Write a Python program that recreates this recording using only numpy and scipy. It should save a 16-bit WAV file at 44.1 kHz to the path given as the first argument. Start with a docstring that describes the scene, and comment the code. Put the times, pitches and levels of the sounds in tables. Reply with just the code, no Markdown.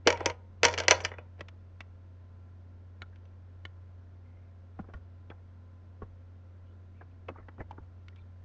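"""Hard plastic parts clatter on the hollow case of a nebulizer kit as the tubing is pulled free.
Each contact is a few noise bursts plus the decaying rings of the case and of a loose part.
Fainter ticks, mouthpiece clicks, skidding scrapes and low bumps follow, as a power plug is fumbled.
A fan, made of a hum, filtered noise and thin tones, runs underneath and swells when the noise gate opens.
All the handling sounds in a small room, close to a cheap computer microphone that cuts the high treble."""
import sys
import numpy as np
from scipy import signal
from scipy.fft import rfft, irfft
from scipy.io import wavfile
from scipy.ndimage import uniform_filter1d

SR = 44100
rng = np.random.default_rng(int(sys.argv[2]) if len(sys.argv) > 2 else 0)


def int16_out(signal):
    """Quantize to a 16-bit WAV file."""
    q = np.round(np.clip(np.atleast_2d(signal).T, -1, 1) * 32767)
    wavfile.write(sys.argv[1], SR, q.astype(np.int16))


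N = 372204  # length in samples

# Plastic clattering on the case. Each row: start in seconds, relative level in dB, bright top in dB,
# hollow low part in dB, ring of the loose part in Hz, relative level of that ring in dB.
CLATTER_HITS = [(.072, -8.5, -6.5, -5, 2290, -7.5), (0.0756, -12, -16.5, -1, 580, -3.5),
                (0.0813, -18.5, -14, 0, 2310, -7), (.088, -23, -16, 1.5, 1900, -6),
                (0.1026, -17.5, -7, 1, 2290, -1.5), (.1255, -25, -7, -1, 950, 1),
                (0.1731, -32, -15, 2, 2000, -2.5), (.2052, -26, -21.5, 6.5, 800, -9),
                (.2585, -15.5, -3, -1.5, 6150, 4), (0.2627, -24, -18, 1.5, 930, -2.5),
                (0.2985, -25.5, -15.5, 0.5, 2100, -6.5), (.6315, -9.5, -9, -2.5, 2450, -6.5),
                (.642, -13.5, -8, -5.5, 1550, -6), (.6505, -8.5, -3.5, -4.5, 5900, 2.5),
                (.6543, -15, -18, 0.5, 936, -4), (0.665, -24.5, -6, -2, 5730, -7.5),
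                (.6829, -22.5, -7.5, -3, 2390, -6), (.7387, -23, -11, -2.5, 2360, -5.5),
                (0.777, -20.5, -9.5, -5, 2840, -5.5), (.7847, -22.5, -4, -2, 5285, -7.5),
                (.7915, -26.5, -9, -4, 2500, -8), (0.8007, -19.5, -7.5, -1.5, 1570, -8.5),
                (.836, -29, -15, -3.5, 2439, -6.5), (0.8812, -8.5, -5, -4.5, 2050, -9),
                (0.9035, -24, -7.5, -5, 2930, -3), (.909, -5, -7.5, -5.5, 5965, -0.5),
                (0.9116, -12, -10.5, -2, 2961, 2), (.9184, -17.5, -10, -1.5, 970, -2.5),
                (1.0035, -27, -16.5, -3, 520, -11.5), (1.0485, -16, -8, -11, 1810, -10),
                (1.1164, -29, -37.5, 1, 1890, -5.5), (1.138, -30, -29.5, -8, 1954, -7),
                (1.1838, -28, -30, 0.5, 2460, -3)]
# Ringing modes of the case and its parts. Each row: pitch in Hz, relative level in dB, 60 dB decay in seconds.
CASE_MODES = [(267, -15.5, 0.15), (361, -12, 0.16), (488.59, -8.5, 0.27), (537, -9.5, .2), (618.8, -9, 0.2),
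              (716.7, -19, .22), (823.3, -18, 0.36), (921.2, -14, 0.36), (998.4, -16, 0.3),
              (1251, -20, 0.33), (1337.4, -20, .22), (1436.5, -19, 0.2), (1588, -14, 0.13),
              (1894, -15, .14), (1985, -15.5, .14), (2133, -15.5, 0.1), (2397, -14.5, .12),
              (2284, -13, 0.16), (2560, -17, 0.13), (2923.7, -13.5, 0.13), (3463, -18.5, .14)]
# Colour of a plastic crack. Each row: frequency in Hz, relative density in dB per Hz.
CRACK_COLOUR = [(120, -25), (260, -3), (370, 4.5), (530, 9), (740, -1), (950, -0.5), (1170, -8.5),
                (1550, -3), (1720, -5.5), (2270, -1.5), (2600, -7), (3200, -6), (3750, -16), (4400, -7.5),
                (5200, -10), (6000, -7.5), (7200, -16), (8600, -35)]
# Light ticks of tubing, mouthpiece and plug. Each row: start in seconds, relative level in dB, low part in dB,
# bright top in dB, lower ring in Hz, upper ring in Hz, relative level of the rings in dB.
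LIGHT_TICKS = [(1.407, -31, 1.5, -4, 582, 1936, 1), (1.484, -37.5, -10.5, 1, 1283, 2380, -23),
               (1.805, -33, -5, -1.5, 1966, 2747, -2), (3.158, -54, -7, 2.5, 1543, 2108, 1),
               (3.253, -53, -9.5, -6, 2245, 6010, -10), (4.790, -35.5, 5, -28.5, 784.8, 1417, 1),
               (4.842, -50.5, 12, -29.5, 1039, 1280, 6.5), (4.885, -43, 12.5, -40, 420, 1114, 1.5),
               (4.897, -46.5, 7.5, -29, 462, 1400, 2), (4.936, -38, 0.5, -8, 1117, 1413, 0),
               (4.941, -43, 3, -19, 1453, 1853, 4.5), (5.3007, -36.5, 8.5, -15, 1307, 3370, -2),
               (5.313, -38, 2, -40, 832, 1583, -0.5), (6.0194, -37, 4, -26.5, 424, 1098, 4.5),
               (6.030, -48.5, 6, -33, 496, 1132, 6.5), (7.01, -34, 0, -34, 748.7, 1644, -3.5),
               (7.284, -34.5, 7.5, -12.5, 1262, 2575, 0.5), (7.288, -31.5, 6.5, -24.5, 516, 841, 2),
               (7.298, -41.5, 11, -45.5, 447, 990, -8.5), (7.359, -38, -4.5, -28, 920, 1145, 3.5),
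               (7.384, -40.5, 8, -34, 463, 1337, 2), (7.404, -46.5, -10, -37.5, 1110, 1342, 1),
               (7.484, -32, 1, -18, 898.4, 1964, -5), (7.580, -40.5, 11.5, -40, 399, 1205, -7.5),
               (7.604, -36.5, 9, -41, 778.6, 1737, 2), (7.7093, -43, 4, -3.5, 854, 909, 14),
               (7.724, -45.5, 6.5, -33.5, 640, 951, 4), (7.779, -44, -2, -38, 1160, 1420, 6),
               (7.783, -48.5, 3, -36.5, 364, 891, 14), (8.159, -50, -17, -0.5, 2320, 3780, -1.5)]
# Colour of a tick. Each row: frequency in Hz, relative density in dB per Hz.
TICK_COLOUR = [(100, 3), (300, 10), (700, 3.5), (1400, 2), (2200, 2.5), (3200, -1.5), (4200, -12.5),
               (6300, -13.5), (8500, -25.5)]
# Soft bumps of case and furniture. Each row: start in seconds, level in dB before BUMP_DB, pitch in Hz.
SOFT_BUMPS = [(0.065, -10.5, 443), (0.072, -14.5, 317.8), (0.0733, -6, 497.5), (0.207, -23.5, 351),
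              (0.262, -21.5, 321.2), (3.661, -59.5, 110), (4.797, -23, 189.7), (4.822, -32.5, 64.4),
              (4.949, -26, 79.2), (5.306, -36.5, 109.8), (6.02, -37.5, 185.4), (6.029, -27, 88),
              (7.285, -30, 476.3), (7.298, -38, 288), (7.314, -27.5, 276), (7.401, -30.5, 82.5),
              (7.606, -26, 90.4), (7.783, -28.5, 298.7), (7.805, -29, 75.7)]
# Colour of the fan's rushing air. Each row: frequency in Hz, relative density in dB per Hz.
FAN_AIR = [(20, 1), (50, 6), (90, 1), (130, 1), (180, -5.5), (235, -2.5), (300, -5), (400, -7), (600, -9.5),
           (1000, -18), (1500, -17.5), (2500, -27), (3800, -31), (6500, -38), (8500, -52)]
# Fan tones and a thin electronic whine. Each row: centre pitch in Hz, mean rms level in dB before the gate.
FAN_TONES = [(120, -63.5), (156, -70.5), (210.6, -61), (251, -63), (526, -69.5), (553.5, -72.5), (681, -73),
             (899, -75), (1021.5, -70.5), (1064, -77), (1362, -74.5), (1404, -79), (7970, -99)]
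# Decay of the room's tail. Each row: frequency in Hz, 60 dB decay in seconds.
ROOM_T60 = [(200, 0.74), (900, .46), (2500, 0.32), (7000, 0.11935)]
# Colour the furnished room gives back. Each row: frequency in Hz, gain in dB.
ROOM_COLOUR = [(200, -7.5), (900, -1), (2500, -9), (6000, -9.5)]
# Noise gate. Each row: level at the microphone in dB, gain in dB.
GATE_CURVE = [(-37, -11), (-33.5, -4), (-19.5, -1.5)]
# Softer touches die away more slowly; their rise is slightly quicker. Each row: bright top in dB,
# basic rise in seconds, basic 60 dB decay in seconds.
CONTACT_TIMES = [(-38.5, 0.00081, 0.0714), (-17.5, 0.001124, 0.027)]
# Deeper bumps swing longer. Each row: pitch in Hz, 60 dB decay in seconds.
BUMP_T60 = [(65, 0.052), (110, 0.052), (400, 0.028)]
# Pulls sliding tubing and cord over the case. Each row: start in seconds, length in seconds,
# relative level in dB, bright top in dB.
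PULLS = [(0.048, 0.29, -44.5, -25), (0.664, 0.0675, -34, -1), (0.768, 0.086, -41, -18.5),
         (0.903, 0.0865, -37, -6), (0.999, 0.0916, -40.5, -36), (1.375, 0.0233, -45.5, -19.5)]
# How far up the body of a contact reaches. Each row: bright top in dB, basic cutoff in Hz.
CONTACT_REACH = [(-41.5, 1850), (-18.5, 1300), (-9, 12000)]
# Mouthpiece clicks against the cup. Each row: start in seconds, relative level in dB, lower favoured pitch
# in Hz, upper favoured pitch in Hz, share of the ring time left by the grip, low edge of the snap in Hz.
MOUTHPIECE_CLICKS = [(3.019, -42, 1387, 3680, 0.885, 396.3), (3.6522, -42, 1830, 3135, 0.93, 291.9),
                     (8.083, -48.5, 1488, 2520, 0.56, 2830)]
# Mouthpiece modes. Each row: pitch in Hz, relative level in dB, 60 dB decay in seconds before the grip.
MOUTHPIECE_MODES = [(1050, -5, 0.066), (1417.4, 1.5, 0.053), (1827.3, 7.5, 0.0211), (2194, 9.5, 0.035),
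                    (2500, -16.5, 0.0205), (3007, 2.5, 0.0263), (3438, -7, 0.0465), (3895, 2, 0.0216),
                    (4380, -4, 0.0263), (5680, -28.5, 0.019), (6726, -11.5, 0.0214)]
# Short scrapes of an edge, the cord or the plug. Each row: start in seconds, length in seconds,
# relative level in dB, pitch in Hz.
SHORT_SCRAPES = [(.058, .012, -41.5, 2300), (0.148, 0.013, -44.5, 2303), (0.848, .012, -47, 3000),
                 (0.934, .028, -45, 4419), (1.002, 0.019, -49, 5994), (1.035, 0.02, -41, 4915),
                 (1.076, 0.014, -50.5, 3077), (3.02, .012, -44.5, 1398), (3.125, .012, -58.5, 1627),
                 (4.238, 0.26, -69.5, 2147), (6.658, 0.0646, -71, 3000), (6.948, 0.076, -66.5, 2350),
                 (7.106, 0.0077, -64.5, 2590), (7.344, .05, -54, 1270), (7.368, .028, -57, 2002),
                 (7.404, .028, -60, 1795), (7.591, 0.024, -51, 2037), (8.112, .028, -64, 1992),
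                 (8.159, 0.031, -59, 2390), (8.161, 0.057, -68.5, 3600)]
# Larger loose parts ring lower and mostly longer. Each row: pitch in Hz, 60 dB decay in seconds.
PART_T60 = [(550, 0.065), (950, 0.099), (2300, 0.03), (6000, 0.012)]

FAN_DB, HUM_HZ, HUM_DB = -50.5, 89.615, -39  # air rms level; mean pitch and rms level of the hum
PULL_ATTACK_S, PULL_RELEASE_S = 0.02, 0.09954  # time to get moving; 60 dB decay once let go
BUMP_DB = 4  # how well the furniture carries bumps to the microphone
CUTOFF_HZ = 8600  # top of the microphone's range


def from_db(db):
    """Decibels to gain."""
    return 10 ** (np.asarray(db) / 20)


def rms_one(x):
    """Scale to rms 1."""
    return x / np.sqrt(np.mean(x ** 2) + 1e-20)


def unit_energy(x):
    """Scale so that the squares sum to 1."""
    return x / np.sqrt(np.sum(x ** 2) + 1e-20)


def at_hz(points, hz):
    """Read a table on a log-frequency axis."""
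    f, value = np.transpose(points)
    return np.interp(np.log(np.maximum(hz, 1)), np.log(f), value)


def read(points, x):
    """Read every column of a table at a value of its first one."""
    axis, *columns = np.transpose(points)
    return [np.interp(x, axis, column) for column in columns]


def add(track, start, sound):
    """Mix a sound into a track at a time in seconds."""
    i = max(round(start * SR), 0)
    track[i:i + len(sound)] += sound[:N - i]


def coloured(x, spectrum, size=4096):
    """Causal (minimum-phase) filter with a given spectrum, built by folding the cepstrum."""
    cepstrum = irfft(np.log(from_db(at_hz(spectrum, np.fft.rfftfreq(size, 1 / SR)))))
    cepstrum[1:size // 2] *= 2
    cepstrum[size // 2 + 1:] = 0
    response = irfft(np.exp(rfft(cepstrum)))
    return signal.fftconvolve(x, response)[:len(x)]


def evened(x):
    """Level out the broad humps of a noise, keeping its fine ripple."""
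    hz = np.fft.rfftfreq(len(x), 1 / SR)
    energy = np.cumsum(np.abs(rfft(x)) ** 2)
    edges = np.geomspace(80, 12000, 26)
    density = np.diff(np.interp(edges, hz, energy)) / np.diff(edges)
    centres = np.sqrt(edges[1:] * edges[:-1])
    return coloured(x, np.transpose([centres, -10 * np.log10(density + 1e-20)]))


def band(x, low_hz, high_hz):
    """Butterworth band-pass."""
    return signal.sosfilt(signal.butter(2, [low_hz, high_hz], "band", fs=SR, output="sos"), x)


def dulled(x, hz):
    """A yielding contact loses its treble: a low-pass above some pitch."""
    return signal.sosfilt(signal.butter(4, min(hz, .45 * SR), fs=SR, output="sos"), x)


def resonance(x, hz, width_hz):
    """Two-pole resonance with gain 1 on top."""
    r = np.exp(-np.pi * width_hz / SR)
    zeros = np.array([1, 0, -1]) * (1 - r * r) / 2
    return signal.lfilter(zeros, [1, -2 * r * np.cos(2 * np.pi * hz / SR), r * r], x)


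def fade(t, t60):
    """Exponential decay by 60 dB in t60 seconds."""
    return np.exp(-np.log(1000) * t / t60)


def swell(t, rise_s):
    """A contact takes a moment to build up: an exponential approach to 1."""
    return 1 - np.exp(-t / max(rise_s, 1e-5))


def ring(t, hz, t60):
    """A struck mode: a sine dying away exponentially."""
    return np.sin(2 * np.pi * hz * t) * fade(t, t60)


def drift(rate):
    """Random wander along straight lines between points of spread 1, at a rate of points per second."""
    knots = rng.standard_normal(int(rate * N / SR) + 2)
    return np.interp(np.arange(N) * rate / SR, np.arange(len(knots)), knots)


def burst(colour, low_hz, high_hz, t60, rise_s=.0001, size=4096):
    """Decaying noise for many crowded, damped modes; energy of rms 1 over a hundredth of a second."""
    t = np.arange(size) / SR
    swarm = evened(rng.choice([-1, 1], size) * fade(t, t60) * swell(t, rise_s))
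    return unit_energy(band(coloured(swarm, colour), low_hz, high_hz)) * np.sqrt(SR / 100)


def slip_clicks(per_s, size_db, catch_db, catch_rate):
    """Friction catches and lets go: random clicks of either sign whose sizes drift in clumps."""
    size = size_db * np.minimum(rng.exponential(1, N), 4) + catch_db * drift(catch_rate)
    signs = rng.choice([-1, 1], N)
    return from_db(size) * signs * (rng.random(N) < per_s / SR)


def wavering_tone(hz, waver_hz, rate):
    """A sine of rms 1 whose pitch wanders."""
    return np.sqrt(2) * np.sin(2 * np.pi * np.cumsum(hz + waver_hz * drift(rate)) / SR)


def fan(waver_hz=0.1, waver_db=0.41, flutter_db=2, tone_waver_hz=0.94):
    """A nearly pure hum at the turning rate, over rushing air with a few narrow tones."""
    hum = from_db(HUM_DB + waver_db * drift(2.1)) * wavering_tone(HUM_HZ, waver_hz, 16.0)
    air = from_db(FAN_DB) * rms_one(coloured(rng.standard_normal(N), FAN_AIR))
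    tones = sum(from_db(db + flutter_db * drift(4)) * wavering_tone(hz, tone_waver_hz, 2.6)
                for hz, db in FAN_TONES)
    return hum + air + tones


def slide(per_s=800, size_db=2.5, catch_db=3.0, catch_rate=110, knee_hz=2800, case_db=-12):
    """Sliding tubing slips in clumps of tiny clicks that ring the case; some pulls scrape brighter."""
    clicks = slip_clicks(per_s, size_db, catch_db, catch_rate)
    slips = rms_one(coloured(clicks, CRACK_COLOUR))
    # a mode's bandwidth follows from its decay time
    case = rms_one(sum(resonance(clicks, hz, np.log(1000) / (np.pi * t60)) * from_db(db)
                       for hz, db, t60 in CASE_MODES))
    dull = band(slips, 340, knee_hz) + from_db(case_db) * case
    bright = band(slips, knee_hz, 7700)
    out, t = np.zeros(N), np.arange(N) / SR
    for start, length, db, bright_db in PULLS:
        attack = np.clip((t - start) / PULL_ATTACK_S, 0, 1)
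        motion = attack * fade(np.maximum(t - start - length, 0), PULL_RELEASE_S)
        out += from_db(db) * motion * (dull + from_db(bright_db) * bright)
    return out


def scrapes(per_s=1700, size_db=2.0, catch_db=3, catch_rate=170, breadth=1.1, ring_width_hz=100,
            ring_db=0, rise_s=.003, release_t60=.04):
    """An edge skids in uneven little slips, each ringing it briefly around one pitch."""
    out, t = np.zeros(N), np.arange(SR // 3) / SR
    clicks = slip_clicks(per_s, size_db, catch_db, catch_rate)
    for start, length, db, hz in SHORT_SCRAPES:
        motion = swell(t, rise_s) * fade(np.maximum(t - length, 0), release_t60)
        slips = np.roll(clicks, -round(start * SR))[:len(t)] * motion + 1e-18
        rub = unit_energy(band(slips, hz / breadth, hz * breadth))
        edge_ring = unit_energy(dulled(resonance(slips, hz, ring_width_hz), hz * breadth))
        skid = unit_energy(rub + from_db(ring_db) * edge_ring)
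        # longer scrapes carry more energy
        add(out, start, from_db(db) * np.sqrt(length * SR) * skid)
    return out


def bumps(rise_s=0.002755, sway_db=-15, sway_hz=50, sway_t60=0.55, heavy_hz=120):
    """Heavy, soft contacts swing for a few cycles; the deepest leave the furniture swaying."""
    out, t = np.zeros(N), np.arange(SR // 3) / SR
    for start, db, hz in SOFT_BUMPS:
        swing = ring(t, hz, at_hz(BUMP_T60, hz))
        sway = from_db(sway_db) * ring(t, sway_hz * rng.uniform(.8, 1.6015), sway_t60)
        bump = swing + sway * (hz < heavy_hz)
        add(out, start, from_db(db + BUMP_DB) * bump * swell(t, rise_s))
    return out


def clatter(low_db=-10.0, mid_db=-9.5, top_db=-9, case_db=-7, low_t60=0.033, mid_t60=0.024, top_t60=.015,
            spread_db=2, rise_s=.0004):
    """Each contact cracks, rings the loose part briefly and excites every case mode with a new strength."""
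    out, t = np.zeros(N), np.arange(SR // 2) / SR
    hz, mode_db, t60 = np.transpose(CASE_MODES)
    case_rings = ring(t, hz[:, None], t60[:, None])
    signs = (-1) ** np.arange(len(hz))
    for start, db, bright_db, hollow_db, part_hz, part_db in CLATTER_HITS:
        reach_hz, = read(CONTACT_REACH, bright_db)
        low = burst(CRACK_COLOUR, 370, 1400, low_t60, 2 * rise_s)
        body = dulled(burst(CRACK_COLOUR, 1150, 4500, mid_t60, rise_s), 1.263 * reach_hz)
        top = burst(CRACK_COLOUR, 3800, 8100, top_t60, rise_s)
        part = ring(t, part_hz, at_hz(PART_T60, part_hz)) * swell(t, rise_s)
        add(out, start, from_db(db + hollow_db + low_db) * low)
        add(out, start, from_db(db + mid_db) * body)
        add(out, start, from_db(db + bright_db + top_db) * top)
        add(out, start, from_db(db + part_db) * part)
        # the hollow level tilts only the lower case modes
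        tilt_db = at_hz([(800, hollow_db), (1400, 0.0008)], hz)
        strength = from_db(db + case_db + mode_db + tilt_db + spread_db * rng.standard_normal(len(hz)))
        add(out, start, strength * signs @ case_rings / 2)
    # parts this small radiate no bass
    return signal.sosfilt(signal.butter(2, 160, "high", fs=SR, output="sos"), out)


def ticks(low_db=-9, mid_db=-7, top_db=-6, lower_ring_db=2, upper_ring_db=0, ring_t60=0.03603,
          rebound_db=-11, rebound_s=0.007):
    """Light touches: a snap or a scuff, two brief rings of the small part, and a weak rebound."""
    out, t = np.zeros(N), np.arange(SR // 10) / SR
    for start, db, body_db, bright_db, lower_hz, upper_hz, ring_db in LIGHT_TICKS:
        rise_s, t60 = read(CONTACT_TIMES, bright_db)
        reach_hz, = read(CONTACT_REACH, bright_db)
        # harder contacts reach further into the treble
        top_hz = np.interp(bright_db, [-30, -8], [3200, 6000])
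        mid_hz = np.clip(1.014 * upper_hz, 1700, 3800)
        low = burst(TICK_COLOUR, 150, 690, t60, rise_s)
        body = dulled(burst(TICK_COLOUR, 637, mid_hz, t60, rise_s), reach_hz)
        top = burst(TICK_COLOUR, 2330, top_hz, t60, rise_s / 2)
        lower_ring = from_db(lower_ring_db) * ring(t, lower_hz, ring_t60)
        upper_ring = from_db(upper_ring_db) * ring(t, upper_hz, ring_t60)
        rebound = burst(TICK_COLOUR, lower_hz / 2, upper_hz, t60 / 2)
        add(out, start, from_db(db + body_db + low_db) * low)
        add(out, start, from_db(db + mid_db) * body)
        add(out, start, from_db(db + bright_db + top_db) * top)
        add(out, start, from_db(db + ring_db) * (lower_ring + upper_ring) * swell(t, rise_s))
        rebound_start = start + rebound_s * rng.uniform(0.3714, 1.3)
        add(out, rebound_start, from_db(db + mid_db + rebound_db) * rebound)
    return out


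def mouthpiece(favour_db=9, favour_octaves=0.21, spread_db=-1.0, rise_s=0.00026, snap_db=0,
               snap_t60=0.02084):
    """One sharp snap rings the hollow mouthpiece, with a boost for modes near two favoured pitches."""
    out, t = np.zeros(N), np.arange(SR // 8) / SR
    hz, mode_db, t60 = np.transpose(MOUTHPIECE_MODES)
    for start, db, lower_hz, upper_hz, ring_share, edge_hz in MOUTHPIECE_CLICKS:
        snap = burst(TICK_COLOUR, edge_hz, 5400, snap_t60, rise_s)
        add(out, start, from_db(db + snap_db) * snap)
        favoured = sum(np.exp(-(np.log2(hz / f) / favour_octaves) ** 2) for f in (lower_hz, upper_hz))
        chance_db = spread_db * rng.standard_normal(len(hz))
        strength = from_db(db + mode_db + favour_db * favoured + chance_db)
        rings = ring(t, hz[:, None], ring_share * t60[:, None])
        add(out, start, (strength * rng.choice([-1, 1], len(hz))) @ rings * swell(t, rise_s))
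    return out


def room(x, early_db=-10, early_t60=0.15, tail_db=-15, gap_s=0.0023):
    """Early reflections and a diffuse tail, both decaying noise; the tail's treble dies sooner."""
    t = np.arange(SR * 3 // 4) / SR
    edges = np.geomspace(100, 12800, 8)
    tail = sum(band(rng.standard_normal(len(t)), low, high) * fade(t, at_hz(ROOM_T60, np.sqrt(low * high)))
               for low, high in zip(edges, edges[1:]))
    early_noise = rng.standard_normal(len(t)) * fade(t, early_t60) * (t > gap_s)
    early = band(evened(early_noise), edges[0], edges[-1])
    response = from_db(early_db) * unit_energy(early) + from_db(tail_db) * unit_energy(tail * (t > gap_s))
    return signal.fftconvolve(x, coloured(response, ROOM_COLOUR))[:N]


def gate(x, size=1200):
    """Noise gate: the gain follows the smoothed level and drops most near the background."""
    level_db = 10 * np.log10(np.maximum(uniform_filter1d(x ** 2, size), 1e-12))
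    gain_db = np.interp(level_db, *np.transpose(GATE_CURVE))
    return x * from_db(uniform_filter1d(gain_db, size // 2))


def scene(tick_room_db=-8, bump_room_db=-5):
    """Handling noises in the room, over the fan; light and heavy touches excite the room less."""
    loud = clatter() + slide()
    light = ticks() + mouthpiece() + scrapes()
    heavy = bumps()
    reflected = room(loud + from_db(tick_room_db) * light + from_db(bump_room_db) * heavy)
    return (loud + light + heavy + reflected + fan())[None]


def record(dry, top=0.928):
    """The microphone gates the quiet stretches, rounds the highest peaks and passes no high treble."""
    rounded = top * np.tanh(gate(dry) / top)
    return signal.sosfilt(signal.ellip(10, .3, 70, CUTOFF_HZ, fs=SR, output="sos"), rounded)


dry = scene()
out = record(dry)
int16_out(out)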